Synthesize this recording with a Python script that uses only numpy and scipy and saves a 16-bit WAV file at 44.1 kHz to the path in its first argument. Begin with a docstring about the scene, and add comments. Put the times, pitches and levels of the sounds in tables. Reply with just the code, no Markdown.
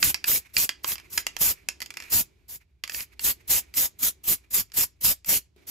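"""Short bright hisses and steel knocks: a spray paint can worked close to a two-port microphone in a quiet room.
Each press of the nozzle is band-shaped noise that leaks, opens, sags and shuts; its air stream rumbles on the ports.
The mixing ball strikes damped modes of the steel wall and base, with a noise crack for the contact.
Paint swishes, sloshes and flops inside as the can moves; short decaying noise tails form the room."""
import sys
import numpy as np
from scipy import signal
from scipy.fft import rfft, irfft, next_fast_len
from scipy.io import wavfile
from scipy.ndimage import uniform_filter1d, map_coordinates

SR = 44100
rng = np.random.default_rng(int(sys.argv[2]) if len(sys.argv) > 2 else 0)


def bounce(signal):
    """Save signal as a 16-bit WAV file at the path given by the first command-line argument."""
    frames = np.transpose(np.atleast_2d(signal))
    limited = np.clip(frames, -1, 1)
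    pcm = np.round(limited * 32767).astype(np.int16)
    wavfile.write(sys.argv[1], SR, pcm)


N = 251537
TOP_HZ = 15700  # upper band limit

# Slow air and handling rumble. Each row: frequency in Hz, relative density in dB per Hz.
RUMBLE_SPECTRUM = [(15, -28.5), (35, -18), (58, 4), (100, -9), (170, -16), (400, -41.5), (1500, -70)]
# Paint flops against the end of the can. Each row: start in seconds, level in dB.
PAINT_FLOPS = [(5.562, -47)]


def amp(db):
    """Decibels to gain."""
    return 10 ** (np.asarray(db) / 20)


def unit(x):
    """Scaled to rms 1."""
    return x / np.sqrt(np.mean(x ** 2) + 1e-20)


def along(points, hz):
    """(Hz, value) points interpolated on a log frequency axis."""
    f, v = np.transpose(points)
    return np.interp(np.log(hz + 1), np.log(f + 1), v)


def wobble(knots_per_s):
    """Smooth random curve: a spline through normal random knots."""
    knots = rng.standard_normal(int(N * knots_per_s / SR) + 4)
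    return map_coordinates(knots, [np.arange(N) * knots_per_s / SR])


def filtered(x, response):
    """x times a complex response of frequency."""
    m = next_fast_len(x.shape[-1] + 8192)
    spectrum = rfft(x, m) * response(np.fft.rfftfreq(m, 1 / SR))
    return irfft(spectrum, m)[..., :x.shape[-1]]


def noise(spectrum):
    """Two unrelated noises with the given colour, rms 1 overall."""
    white = rng.standard_normal((2, N))
    return unit(filtered(white, lambda hz: amp(along(spectrum, hz)) * (hz < TOP_HZ)))


def blend(pair, alike):
    """Two unrelated signals mixed into left and right with correlation alike."""
    turn = np.arccos(np.clip(alike, -1, 1)) / 2
    mid = np.cos(turn) * pair[0]
    side = np.sin(turn) * pair[1]
    return np.array([mid + side, mid - side])


def valve_flow(crack_s=0.0066, open_s=0.015, shut_s=0.019, creep_db=4, shut_db=16, dribble_s=.025, closed_db=46):
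    """Jet strength: each press leaks, opens, sags as the pressure drops and shuts with a short dribble."""
    # Nozzle presses. Each row: first leak in seconds, leak length in s, hold length in s, strength in dB.
    presses = [(0.003, .037, 0.065, -18), (0.258, .025, 0.094, -18.5), (0.54, .042, .066, -19.5),
               (0.837, 0.041, 0.056, -25.5), (1.103, 0.028, 0.071, -35), (1.389, 0.026, 0.1, -18),
               (2.102, .027, 0.082, -17.5), (2.486, .012, .062, -39.5), (2.906, .035, 0.087, -33),
               (3.207, 0.04, 0.065, -19.5), (3.479, .028, 0.082, -17), (3.743, .032, 0.083, -19),
               (3.992, 0.04, 0.058, -20), (4.24, 0.042, 0.057, -19.5), (4.509, 0.035, 0.064, -20),
               (4.74, 0.035, 0.063, -18.5), (5.012, 0.035, 0.074, -17), (5.261, .032, 0.081, -18),
               (5.67, .016, .074, -35.5)]
    leak_at_0db_press_db, leak_db_per_press_db = -26, 0.63
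    sag_db_per_s, full_press_db = 58.5, -16.5  # sag rate at a full press; lighter presses sag more slowly
    t = np.arange(N) / SR
    flow = np.zeros(N)
    for start, leak_s, hold_s, db in presses:
        opened = start + leak_s
        release = opened + hold_s
        shut = release + shut_s
        leak_db = leak_at_0db_press_db + leak_db_per_press_db * db
        end_db = db - sag_db_per_s * amp(db - full_press_db) * hold_s
        times = [start - crack_s, start, opened - open_s, opened, release, shut, shut + dribble_s]
        levels = [leak_db - 23.5, leak_db, leak_db + creep_db, db, end_db, end_db - shut_db, end_db - closed_db]
        # a leak shorter than open_s needs its times sorted
        flow += amp(np.interp(t, np.sort(times), levels, left=-200, right=-200))
    return flow


def spray(flow, sputter_db=.9, surge_db=.4):
    """The jet is hissing noise; drops of paint passing the nozzle make it sputter finely."""
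    # Jet hiss. Each row: frequency in Hz, relative density in dB per Hz.
    hiss_spectrum = [(150, -11.4), (350, -14.2), (700, -16.2), (1500, -16.7), (2500, -13.1), (3600, -13.0),
                     (5200, -8.9), (6200, -9.0), (7300, -5.2), (8300, -6.9), (10000, -4.1), (12000, -5.7),
                     (14000, 0.0), (15300, -2.4)]
    sputter = unit(amp(sputter_db * wobble(900) + surge_db * wobble(90)))
    return flow * sputter * patchy(noise(hiss_spectrum), depth_db=2)


def patchy(x, depth_db):
    """The colour of x drifts in patches about 50 ms long and 500 Hz wide."""
    z = signal.stft(x, nperseg=512)[2]
    field = rng.standard_normal(z.shape[1:])
    field = uniform_filter1d(field, size=6, axis=0)  # frequency
    field = uniform_filter1d(field, size=9, axis=1)  # time
    return unit(signal.istft(z * amp(depth_db * unit(field)), nperseg=512)[1][:, :N])


def ball(knock_gain_db=16, spread_at_1khz_s=0.000788):
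    """All contacts of the mixing ball; bending waves in the wall bring the low notes later."""
    # Ball hits wall. Each row: start in seconds, level in dB before knock_gain_db,
    # hardness of the contact in dB, ring of the base in dB.
    hits = [(0.027, -8.5, -5, -20.5), (0.029, -5, -8, -25.5), (0.144, -9.5, -12, -17),
            (0.242, -13.5, -12, -13.5), (0.315, -19, -11.5, -23), (0.358, -20, -8, -16),
            (0.567, -5.5, -7, -24), (0.692, -10.5, -19.5, -19.5), (0.845, -14.5, -17, -0.5),
            (1.176, -11, 4, -25.5), (1.178, -8, -3.5, -29.5), (1.267, -10.5, -18, -20.5),
            (1.366, -18, -16, -9), (1.687, -11.5, -3, -24), (1.804, -25.5, -0.5, -19),
            (1.818, -19, -4, -17), (1.825, -21.5, -1, -22.5), (1.86, -27, -4.5, -17),
            (1.905, -25, -19.5, -21), (1.94, -32, -11.5, -14.5), (2.838, -16, -22.5, -21),
            (2.877, -26.5, -7.5, -12), (2.896, -18.5, -13, -29), (2.92, -28, -12.5, -28),
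            (2.946, -19.5, -6.5, -31), (3.006, -21.5, -9.5, -24), (3.194, -22, -5.5, -25.5),
            (3.74, -28, -10.5, -24), (4.719, -35.5, -11, -25), (5.246, -30.5, -3.5, -17.5)]
    out = np.zeros((2, N + SR))
    for s, db, hard_db, base_db in hits + bounces() + taps():
        blow = knock(hard_db, base_db)
        out[:, round(s * SR):][:, :blow.shape[1]] += amp(db + knock_gain_db) * blow
    # group delay falls as 1 / sqrt(frequency)
    return filtered(out[:, :N], lambda hz: np.exp(-4j * np.pi * spread_at_1khz_s * np.sqrt(1000 * hz)))


def knock(hard_db, base_db, high_gain_db=3, high_follows=0.31, crack_gain_db=-1,
          skid_db=-13, skid_follows=0.27, skid_t60_s=0.019):
    """One blow rings the steel; a harder contact cracks, skids more and lifts the upper modes."""
    # Steel-on-steel contact. Each row: frequency in Hz, relative density in dB per Hz.
    crack_spectrum = [(200, -22), (1000, -13), (4000, 4.5), (7000, -6.5), (10000, 5), (12500, 0),
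                      (15000, -0.5)]
    # Modes of the paint-damped steel: lower wall, upper wall, domed base.
    # Each row: frequency in Hz, width in Hz, relative level in dB.
    low_wall = [(1800, 260, -8), (2080, 260, -1), (2400, 230, 0), (2700, 260, -2), (3150, 300, -7)]
    high_wall = [(4350, 500, -6), (4750, 450, 0), (5100, 450, -1), (6800, 900, -7)]
    base = [(750, 110, -8.5), (1040, 310, -0.5), (1360, 93, 4)]
    crack_t60_s = .014
    t = np.arange(SR // 20) / SR
    skid_envelope = amp(skid_db + skid_follows * hard_db - 60 * t / skid_t60_s)
    force = skid_envelope * rng.standard_normal((2, len(t)))
    force[0, 0] += 1  # the impact itself
    crackle = amp(-60 * t / crack_t60_s) * rng.standard_normal((2, len(t)))
    crack = filtered(crackle, lambda hz: amp(along(crack_spectrum, hz)))
    upper_db = high_gain_db + high_follows * hard_db
    steel = ring(low_wall, force) + amp(upper_db) * ring(high_wall, force) + amp(base_db) * ring(base, force)
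    return (steel + amp(hard_db + crack_gain_db) * unit(crack)) / np.linalg.norm(steel)


def ring(modes, force, scatter_db=2.5, detune=.02):
    """Damped modes driven by a force; strength and pitch change with the spot that is hit."""
    t = np.arange(force.shape[1]) / SR
    response = np.zeros(len(t))
    for hz, width_hz, db in modes:
        pitch_hz = hz * (1 + detune * rng.standard_normal())
        level_db = db + scatter_db * rng.standard_normal()
        decay = np.exp(-np.pi * width_hz * t)
        response += amp(level_db) * width_hz * decay * np.cos(2 * np.pi * pitch_hz * t)
    return unit(signal.fftconvolve(force, response[None], axes=1)[:, :len(t)])


def bounces(count=4):
    """Contacts of the settling ball, cushioned by paint: each comes sooner and weaker than the last."""
    # Ball settling. Each row: start in seconds, level in dB before the knock gain, first flight in s.
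    settles = [(0.919, -20.5, .037), (1.971, -20.5, .031)]
    flight_ratio, bounce_loss_db = .69, 4.5
    hard_db, base_db = -20.5, -14.5
    contacts = []
    for s, db, flight_s in settles:
        for k in range(count):
            elapsed_s = flight_s * sum(flight_ratio ** j for j in range(k))
            contacts.append((s + elapsed_s, db - bounce_loss_db * k, hard_db, base_db))
    return contacts


def taps(count=10):
    """The loose ball touches the wall lightly at random moments."""
    level_db, hard_db, base_db = -54, -28, -14.5  # level before the knock gain
    return [(s, level_db, hard_db, base_db) for s in rng.random(count) * N / SR]


def draught(flow, draught_db=-29.5, lag_s=0.004, gust_db=2, linger_db=-17, linger_s=.05):
    """Air dragged along by the jet reaches the ports later as a soft rumble; the slowest eddies linger."""
    # Air on the ports. Each row: frequency in Hz, relative density in dB per Hz.
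    eddy_spectrum = [(15, -19.5), (35, -11), (60, 9.5), (110, -3.5), (220, -10), (450, -21.5), (1500, -52),
                     (5000, -100)]
    # How squarely the draught meets the ports. Each row: time in seconds, gain in dB.
    aim = [(0, 2), (.6, -2), (1.45, 3.5), (2.15, 6.5), (3.3, 2), (3.7, 1), (4.1, -4), (4.7, -6), (5.3, -3)]
    t = np.arange(N) / SR
    air = uniform_filter1d(np.interp(t - lag_s, t, flow), size=1200)
    wake = uniform_filter1d(np.interp(t - linger_s, t, flow), size=3000)
    aim_db = np.interp(t, *np.transpose(aim))
    eddies = blend(noise(eddy_spectrum), .85) * amp([[-1.2], [1.2]])
    slow_eddies = blend(noise(RUMBLE_SPECTRUM), .92)
    gusts = amp(draught_db + gust_db * wobble(25))
    return gusts * (amp(aim_db) * air * eddies + amp(linger_db) * wake * slow_eddies)


def handling(rumble_db=-62, rumble_follows=.25, hollow_db=5, swish_db=-1, lump_db=3, surge_db=2,
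             flop_db=-22, flop_t60_s=1.4):
    """Can motion drives cavity slosh, paint swish and a low rumble; paint sloshes on after a flop."""
    # Briskness of the hand. Each row: time in seconds, drive level in dB.
    motion = [(0.0, -64.5), (0.22, -67.5), (0.36, -74.5), (0.62, -77), (0.81, -68.5), (1.36, -66.5),
              (1.51, -74), (1.7, -68.5), (2.02, -66.5), (2.63, -82), (2.87, -86.5), (2.98, -75.5),
              (3.46, -69.5), (3.73, -70.5), (3.86, -72.5), (4.78, -77.5), (5.44, -83.5), (5.7, -76)]
    # Soft swishes of noise, from brief faint ticks to longer washes.
    # Each row: middle in seconds, half length in s, level in dB.
    washes = [(0.02, .08, -55), (0.47, 0.084, -59), (1.006, 0.056, -55.5), (1.56, .07, -61),
              (2.059, .06, -48.5), (2.618, 0.014, -60), (3.0, .035, -45), (3.135, .01, -60),
              (3.409, 0.011, -61), (3.62, .06, -58), (4.445, 0.0072, -64)]
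    # Paint swish, then slosh in the can's cavity. Each row: frequency in Hz, relative density in dB per Hz.
    swish_spectrum = [(500, -14.5), (1000, -6.5), (1700, -3.5), (2350, 7), (3200, -10.5), (4200, -8.5),
                      (5000, -11.5), (7500, -11.5), (15000, -15)]
    hollow_spectrum = [(60, -14), (200, -3.5), (300, 0.5), (390, 2.5), (480, -10), (650, -11),
                       (1200, -17.5), (4000, -16.5), (15000, -36)]
    t = np.arange(N) / SR
    motion_db = np.interp(t, *np.transpose(motion))
    wash = sum(amp(db) * np.exp(-((t - s) / half_s) ** 2) for s, half_s, db in washes)
    after_flop = sum((t > s) * amp(db + flop_db - 60 * np.abs(t - s) / flop_t60_s) for s, db in PAINT_FLOPS)
    stirred = amp(motion_db) + after_flop
    swish = (stirred * amp(swish_db + surge_db * wobble(13)) + wash) * amp(lump_db * wobble(54))
    paint = at_ports(swish * noise(swish_spectrum))
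    slosh = stirred * amp(hollow_db) * blend(noise(hollow_spectrum), 0.2) * amp([[-1.5], [1.5]])
    rumble_level_db = rumble_db + rumble_follows * (motion_db - motion_db.mean())
    rumble = amp(rumble_level_db) * blend(noise(RUMBLE_SPECTRUM), 0.92)
    return paint + slosh + rumble


def bumps(cavity_hz=380, t60_s=0.024, rise_s=0.0034, splash_db=-14):
    """A soft flop of paint rings the can's cavity: a decaying sine with a little splash noise."""
    out = np.zeros((2, N + SR))
    t = np.arange(SR // 8) / SR
    for s, db in PAINT_FLOPS:
        cavity = 2 * np.sin(2 * np.pi * cavity_hz * t) * (1 - np.exp(-t / rise_s))
        splash = amp(splash_db) * rng.standard_normal((2, len(t)))
        out[:, round(s * SR):][:, :len(t)] += amp(db - 60 * t / t60_s) * (cavity + splash)
    return out[:, :N]


def at_ports(pair, direct=1):
    """The ports differ in level and phase; sound from all sides (direct under 1) is more evenly shared."""
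    # The can at the two ports. Each row: frequency in Hz, left-right level in dB,
    # left lead in radians, likeness from 0 to 1.
    ports = [(90, -2.7, -0.92, 0.77), (400, -4.8, -1.41, 0.65), (900, -10.8, 2.3, 0.45),
             (1800, -8.6, 0.91, 0.49), (2600, -2.4, 0.13, 0.69), (4000, -9.3, -0.94, 0.46),
             (5000, -7.5, -0.44, 0.56), (6200, -4.3, -0.29, 0.63), (7300, 0.8, 1.43, 0.77),
             (9000, 0.0, 3.07, 0.97), (10500, -0.2, 4.59, 0.77), (12300, 0.0, 6.28, 0.96),
             (13800, -0.0, 7.87, 0.89), (15000, -0.0, 9.18, 0.95)]
    m = next_fast_len(N + SR // 4)
    hz = np.fft.rfftfreq(m, 1 / SR)
    f, balance, phase, likeness = np.transpose(ports)
    balance_db, lead, alike = [np.interp(hz, f, c) for c in (balance, np.unwrap(phase), likeness)]
    gains = amp(direct * np.array([balance_db, -balance_db]) / 2)
    gains = gains / np.sqrt(np.mean(gains ** 2, axis=0))
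    turn = np.array([np.exp(1j * lead), np.ones(len(hz))])
    return irfft(blend(rfft(pair, m), alike ** (2 - direct)) * gains * turn, m)[:, :N]


def room(x, size=6000):
    """Each block of size samples is convolved with a freshly drawn noise tail, so the tails do not repeat."""
    out = np.zeros((2, N + SR))
    for start in range(0, N, size):
        echo = signal.fftconvolve(x[:, start:start + size], room_tail(), axes=1)
        out[:, start:start + echo.shape[1]] += echo
    return out[:, :N]


def room_tail(early_db=5, early_t60_s=0.087, gap_s=0.00059):
    """Quick echoes off the work table, then a short tail that dies soonest in the treble."""
    # Late decay. Each row: frequency in Hz, t60 in s.
    late_t60 = [(200, 0.22), (2300, 0.24), (6000, 0.23), (14000, 0.11)]
    hz, t, z = signal.stft(rng.standard_normal((2, SR // 3)), SR, nperseg=256)
    late = amp(-60 * t / along(late_t60, hz)[:, None])
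    early = amp(early_db - 60 * t / early_t60_s)
    tail = signal.istft(z * (late + early), SR, nperseg=256)[1]
    # silent for gap_s, then fades in over another gap_s
    tail = tail * np.clip(np.arange(tail.shape[1]) / SR / gap_s - 1, 0, 1)
    return tail / np.linalg.norm(tail[0])


def scene(spray_wet_db=-17, ball_wet_db=-9):
    """The jet is heard mostly directly; the ball's knocks feed the room more strongly."""
    flow = valve_flow()
    jet = spray(flow)
    knocks = ball()
    echoes = room(amp(spray_wet_db) * jet + amp(ball_wet_db) * knocks)
    return at_ports(jet + knocks) + at_ports(echoes, direct=0.56) + draught(flow) + handling() + bumps()


def record(dry):
    """Very steep low-pass at TOP_HZ."""
    return filtered(dry, lambda hz: 1 / np.sqrt(1 + (hz / TOP_HZ) ** 360))


dry = scene()
out = record(dry)
bounce(out)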